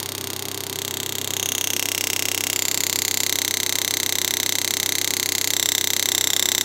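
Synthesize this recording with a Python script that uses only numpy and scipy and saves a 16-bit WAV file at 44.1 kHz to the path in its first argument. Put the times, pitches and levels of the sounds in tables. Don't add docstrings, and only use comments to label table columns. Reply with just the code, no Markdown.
import sys
import numpy as np
from scipy import signal
from scipy.fft import rfft, irfft
from scipy.io import wavfile
from scipy.ndimage import uniform_filter1d

SR = 44100
rng = np.random.default_rng(int(sys.argv[2]) if len(sys.argv) > 2 else 0)


def transcribe(signal):
    frames = np.atleast_2d(signal).T
    limited = np.clip(frames, -1, 1)
    pcm = np.round(limited * 32767).astype(np.int16)
    wavfile.write(sys.argv[1], SR, pcm)


N = 292824
CLICK_SAMPLES = 2048
KNOB_OPENS_S = 1.55


def undb(db):
    return 10 ** (np.asarray(db) / 20)


def unit(x):
    return x / np.sqrt(np.mean(x ** 2))


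def drift(rate):
    span = int(SR / rate)
    steps = np.repeat(rng.standard_normal(N // span + 1), span)
    return unit(uniform_filter1d(uniform_filter1d(steps, span), span)[:N])


def resonances(modes, hz):
    powers = (undb(db) ** 2 / (1 + ((hz ** 2 - f ** 2) / (hz * width)) ** 2) for f, width, db in modes)
    return np.sqrt(sum(powers))


def struck(gain):
    cepstrum = irfft(np.log(gain))
    half = len(cepstrum) // 2
    cepstrum[1:half] *= 2
    cepstrum[half + 1:] = 0
    return np.exp(rfft(cepstrum))


def scatter(envelope, smooth_bins):
    spectrum = rfft(envelope * rng.standard_normal(len(envelope)), 2 * len(envelope))
    colour = np.sqrt(uniform_filter1d(np.abs(spectrum) ** 2, smooth_bins))
    return irfft(spectrum / colour)[:len(envelope)]


# (frequency [Hz], noise density [dB per Hz])
ROOM_TONE = [(20, -93), (50, -88), (80, -81), (115, -75.5), (180, -73.5), (245, -67), (375, -65.5),
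             (480, -76.5), (650, -74.5), (950, -70.5), (1400, -79), (4000, -81.5), (9000, -100),
             (16000, -122)]
def workshop(swell_db=0.64):
    band_hz, db = np.transpose(ROOM_TONE)
    hz = np.maximum(np.arange(N // 2 + 1) * SR / N, 1)
    colour = undb(np.interp(np.log(hz), np.log(band_hz), db)) * np.sqrt(SR / 2)
    rush = irfft(rfft(rng.standard_normal(N)) * colour, N)
    return rush * undb(swell_db * drift(rate=4.0))


def surroundings(tool, bench, bench_attack_s=0.0044, bench_decay_s=0.0023, room_t60_s=0.39):
    t = np.arange(CLICK_SAMPLES) / SR
    attack = 1 - np.exp(-(t / bench_attack_s) ** 2)
    early = scatter(attack * np.exp(-t / bench_decay_s), smooth_bins=30)
    close = tool + undb(-4.5) * signal.fftconvolve(bench, early)[:N]
    t = np.arange(SR // 2) / SR
    tail = scatter(undb(-60 * t / room_t60_s) * np.minimum(t / 0.013, 1), smooth_bins=200)
    room_send = .5 * tool + 0.59 * bench
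    return close + undb(-12.5) * signal.fftconvolve(room_send, tail)[:N]


# (pitch [multiple of the stroke rate], level before the knob opens [dB], after [dB])
VALVE_HUM = [(2, -67, -68), (3, -42.5, -44.5), (4, -47.5, -54.5), (5, -72, -53), (6, -55, -54),
             (7, -55.5, -53), (8, -49, -56.5), (9, -59, -47), (10, -48, -105), (11, -50, -43.5),
             (12, -42.5, -54), (13, -48, -49.5), (14, -68, -51.5)]
def valve(turns, whine_hz=1190, whine_db=-56.5, waver_db=0.45):
    t = np.arange(N) / SR
    opened = .5 + .5 * np.tanh((t - KNOB_OPENS_S) / 0.044)
    tones = undb(whine_db) * (1 - opened) * np.sin(2 * np.pi * whine_hz * t)
    for multiple, shut_db, open_db in VALVE_HUM:
        db = shut_db + opened * (open_db - shut_db) - waver_db * drift(rate=3.16)
        tones += undb(db) * np.sin(2 * np.pi * (round(multiple) * turns + rng.random()))
    return np.sqrt(2) * tones


# (pitch [Hz], time to fall 60 dB [s], relative level [dB])
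STEEL_RINGS = [(6166, 0.06, -16), (6403, 0.15, -29), (6470, 0.17, -18), (6720, 0.085, -29),
               (3690, 0.11, -26)]
def thin_steel(bench):
    t = np.arange(SR // 10) / SR
    shimmer = np.zeros(N)
    for hz, t60, db in STEEL_RINGS:
        ring = np.sin(2 * np.pi * hz * t) * undb(-60 * t / t60)
        shimmer += undb(db) * unit(signal.fftconvolve(bench, ring)[:N])
    return np.std(bench) * shimmer


# (pitch [Hz], width [Hz], relative level [dB])
BENCH_MODES = [(550, 350, -11.5), (960, 41, -35), (2000, 510, -2.5), (3660, 680, 8), (4280, 77, -21),
               (4640, 2400, -0.5), (6100, 300, 9.5), (6260, 450, 9), (7400, 500, 4.5), (8430, 390, 0.5),
               (14000, 6200, -3)]
def bench_ring(hz):
    return struck(resonances(BENCH_MODES, hz))


# (pitch [Hz], width [Hz], relative level per pass [dB])
KNOCK_MODES = [(574, 224, -3), (626, 410, -11), (923, 230, -2.5)]
def piston_knock(hz, rebound_ms, lead_in, rise_db_per_ms=20):
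    knock = irfft(struck(resonances(KNOCK_MODES, hz) ** 2) * lead_in)
    db = -21 + rise_db_per_ms * (rebound_ms - .5)
    return undb(db) * knock / np.linalg.norm(knock)


# (pitch held high [Hz], boost [dB], pitch held low [Hz], boost [dB], slide [Hz per ms of rebound])
GRIP_PINGS = [(2380, 3.5, 3714, 9, -2400), (4650, -6.5, 5100, 2, -1500), (6514, 12.5, 7250, 13.5, -500),
              (9820, 10.5, 9700, -1.5, 2), (10280, -6.5, 10700, 3.5, 0), (13150, 0, 12000, -6, 0),
              (15400, 10, 14400, 4.5, 0)]
def grip_colour(hz, times, rebound_ms, stretch, lowers_s=2.57, move_s=0.2, ping_width_hz=450):
    lowered = np.clip((times[:, None] - lowers_s) / move_s + .5, 0, 1)

    def glide(high, low):
        return high + lowered * (low - high)

    eq_db = glide(-0.5, -0.1) * np.log2(np.maximum(hz, 500))
    for high_hz, high_db, low_hz, low_db, slide in GRIP_PINGS:
        ping_hz = glide(high_hz, low_hz) + slide * (rebound_ms - .5)
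        eq_db += glide(high_db, low_db) * np.exp(-((hz * stretch - ping_hz) / ping_width_hz) ** 2)
    return undb(eq_db)


# (pitch [Hz], width [Hz], relative level [dB])
HANDPIECE_MODES = [(574, 306, -9.5), (1654, 400, -8.5), (2072, 230, -3), (2790, 100, -3.5), (3293, 204, 0),
                   (4020, 380, -6.5), (4833, 370, -5.5), (5510, 223, -0.4), (6030, 150, -4.5),
                   (6800, 340, -11.5), (7530, 940, -8.5), (8000, 350, -20), (9030, 300, -9.5),
                   (10240, 330, -9.5), (11330, 280, -4.5), (11900, 360, -21), (12450, 290, -4.5),
                   (13840, 230, -5.5), (16000, 390, -20)]
def handpiece_ring(hz, grip, delay_at_1khz_s=0.000801, smear_s=0.00128):
    detour = np.interp(hz, np.linspace(0, SR / 2, 40), rng.random(40) ** 3)
    delay_s = delay_at_1khz_s * np.sqrt(1000 / np.maximum(hz, 100)) + smear_s * detour
    travel = np.exp(-2j * np.pi * np.cumsum(delay_s) * SR / CLICK_SAMPLES)
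    return np.array([struck(gain) for gain in resonances(HANDPIECE_MODES, hz) * grip]) * travel


# (time [s], rebound time [ms], relative level [dB])
KNOB_MOVES = [(0, 0.219, -32), (0.7, 0.225, -33), (0.79, 0.25, -30), (1.28, 0.26, -29.5),
              (1.43, 0.31, -25.5), (1.73, 0.33, -25), (1.79, 0.37, -25.5), (2.45, 0.386, -25),
              (2.64, 0.43, -24.5), (3.23, 0.44, -24), (3.29, 0.48, -24), (4.05, 0.48, -24.5),
              (4.17, 0.497, -24), (5.49, 0.453, -24), (5.56, 0.53, -22.5), (5.73, 0.52, -22),
              (5.82, 0.5, -23.5), (6.04, 0.481, -22.5), (6.1, 0.537, -22.5), (6.64, 0.514, -21.5)]
def air_knob(times):
    at, rebound_ms, db = np.transpose(KNOB_MOVES)
    return np.interp(times, at, rebound_ms), np.interp(times, at, db)


def piston_clicks(times, rebound_ms, second_share=0.35, third_share=0.16):
    hz = np.maximum(np.arange(CLICK_SAMPLES // 2 + 1) * SR / CLICK_SAMPLES, 1)
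    slow, hard = rng.standard_normal((len(times), 2)).T[:, :, None]
    stretch = 1 + 0.017 * slow
    rebound = np.exp(-2j * np.pi * hz * stretch * rebound_ms / 1000)
    contacts = 1 + undb(2.0 * hard) * (second_share * rebound + third_share * rebound ** 2)
    tool = handpiece_ring(hz, grip_colour(hz, times, rebound_ms, stretch))
    lead_in = np.exp(-2j * np.pi * hz * 32 / SR)
    clicks = irfft(np.array([tool * contacts, bench_ring(hz) * contacts]) * lead_in)
    clicks /= np.linalg.norm(clicks, axis=2, keepdims=True)
    clicks[0] += piston_knock(hz, rebound_ms, lead_in)
    return clicks


def engraver(turns, fires_at_turn=.926, jitter_s=.00014, uneven_db=0.39):
    firing_turns = np.arange(-1, turns[-1] - fires_at_turn) + fires_at_turn
    times = np.interp(firing_turns, turns, np.arange(N) / SR)
    late, loud = rng.standard_normal((len(times), 2)).T
    looseness = np.where(times < KNOB_OPENS_S, 1.7, 1)
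    times = np.maximum(times + jitter_s * late * looseness, 0)
    rebound_ms, db = air_knob(times)
    gains = undb(db + 0.82 + uneven_db * loud) * np.sqrt(N / len(times))
    clicks = piston_clicks(times, rebound_ms[:, None])
    stems = np.zeros((2, N + 2 * CLICK_SAMPLES))
    for stroke, start in enumerate((times * SR).astype(int)):
        stems[:, start:start + CLICK_SAMPLES] += gains[stroke] * clicks[:, stroke]
    return stems[:, :N]


# (time [s], speed [turns per second])
VALVE_SPEED = [(0, 32.931), (.5, 32.954), (1, 32.87), (1.5, 32.686), (2.2, 32.642), (2.9, 32.696),
               (3.5, 32.611), (4.3, 32.516), (5.1, 32.64), (5.8, 32.595), (6.64, 32.476)]
def scene():
    speed = np.interp(np.arange(N) / SR, *np.transpose(VALVE_SPEED))
    turns = np.cumsum(speed) / SR
    tool, bench = engraver(turns)
    mix = surroundings(tool, bench) + undb(-9.0) * thin_steel(bench) + valve(turns) + workshop()
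    return mix[None]


def record(dry, top_hz=15900):
    lowpass = signal.ellip(8, .2, 70, top_hz, fs=SR, output="sos")
    return signal.sosfilt(lowpass, np.tanh(dry))


dry = scene()
out = record(dry)
transcribe(out)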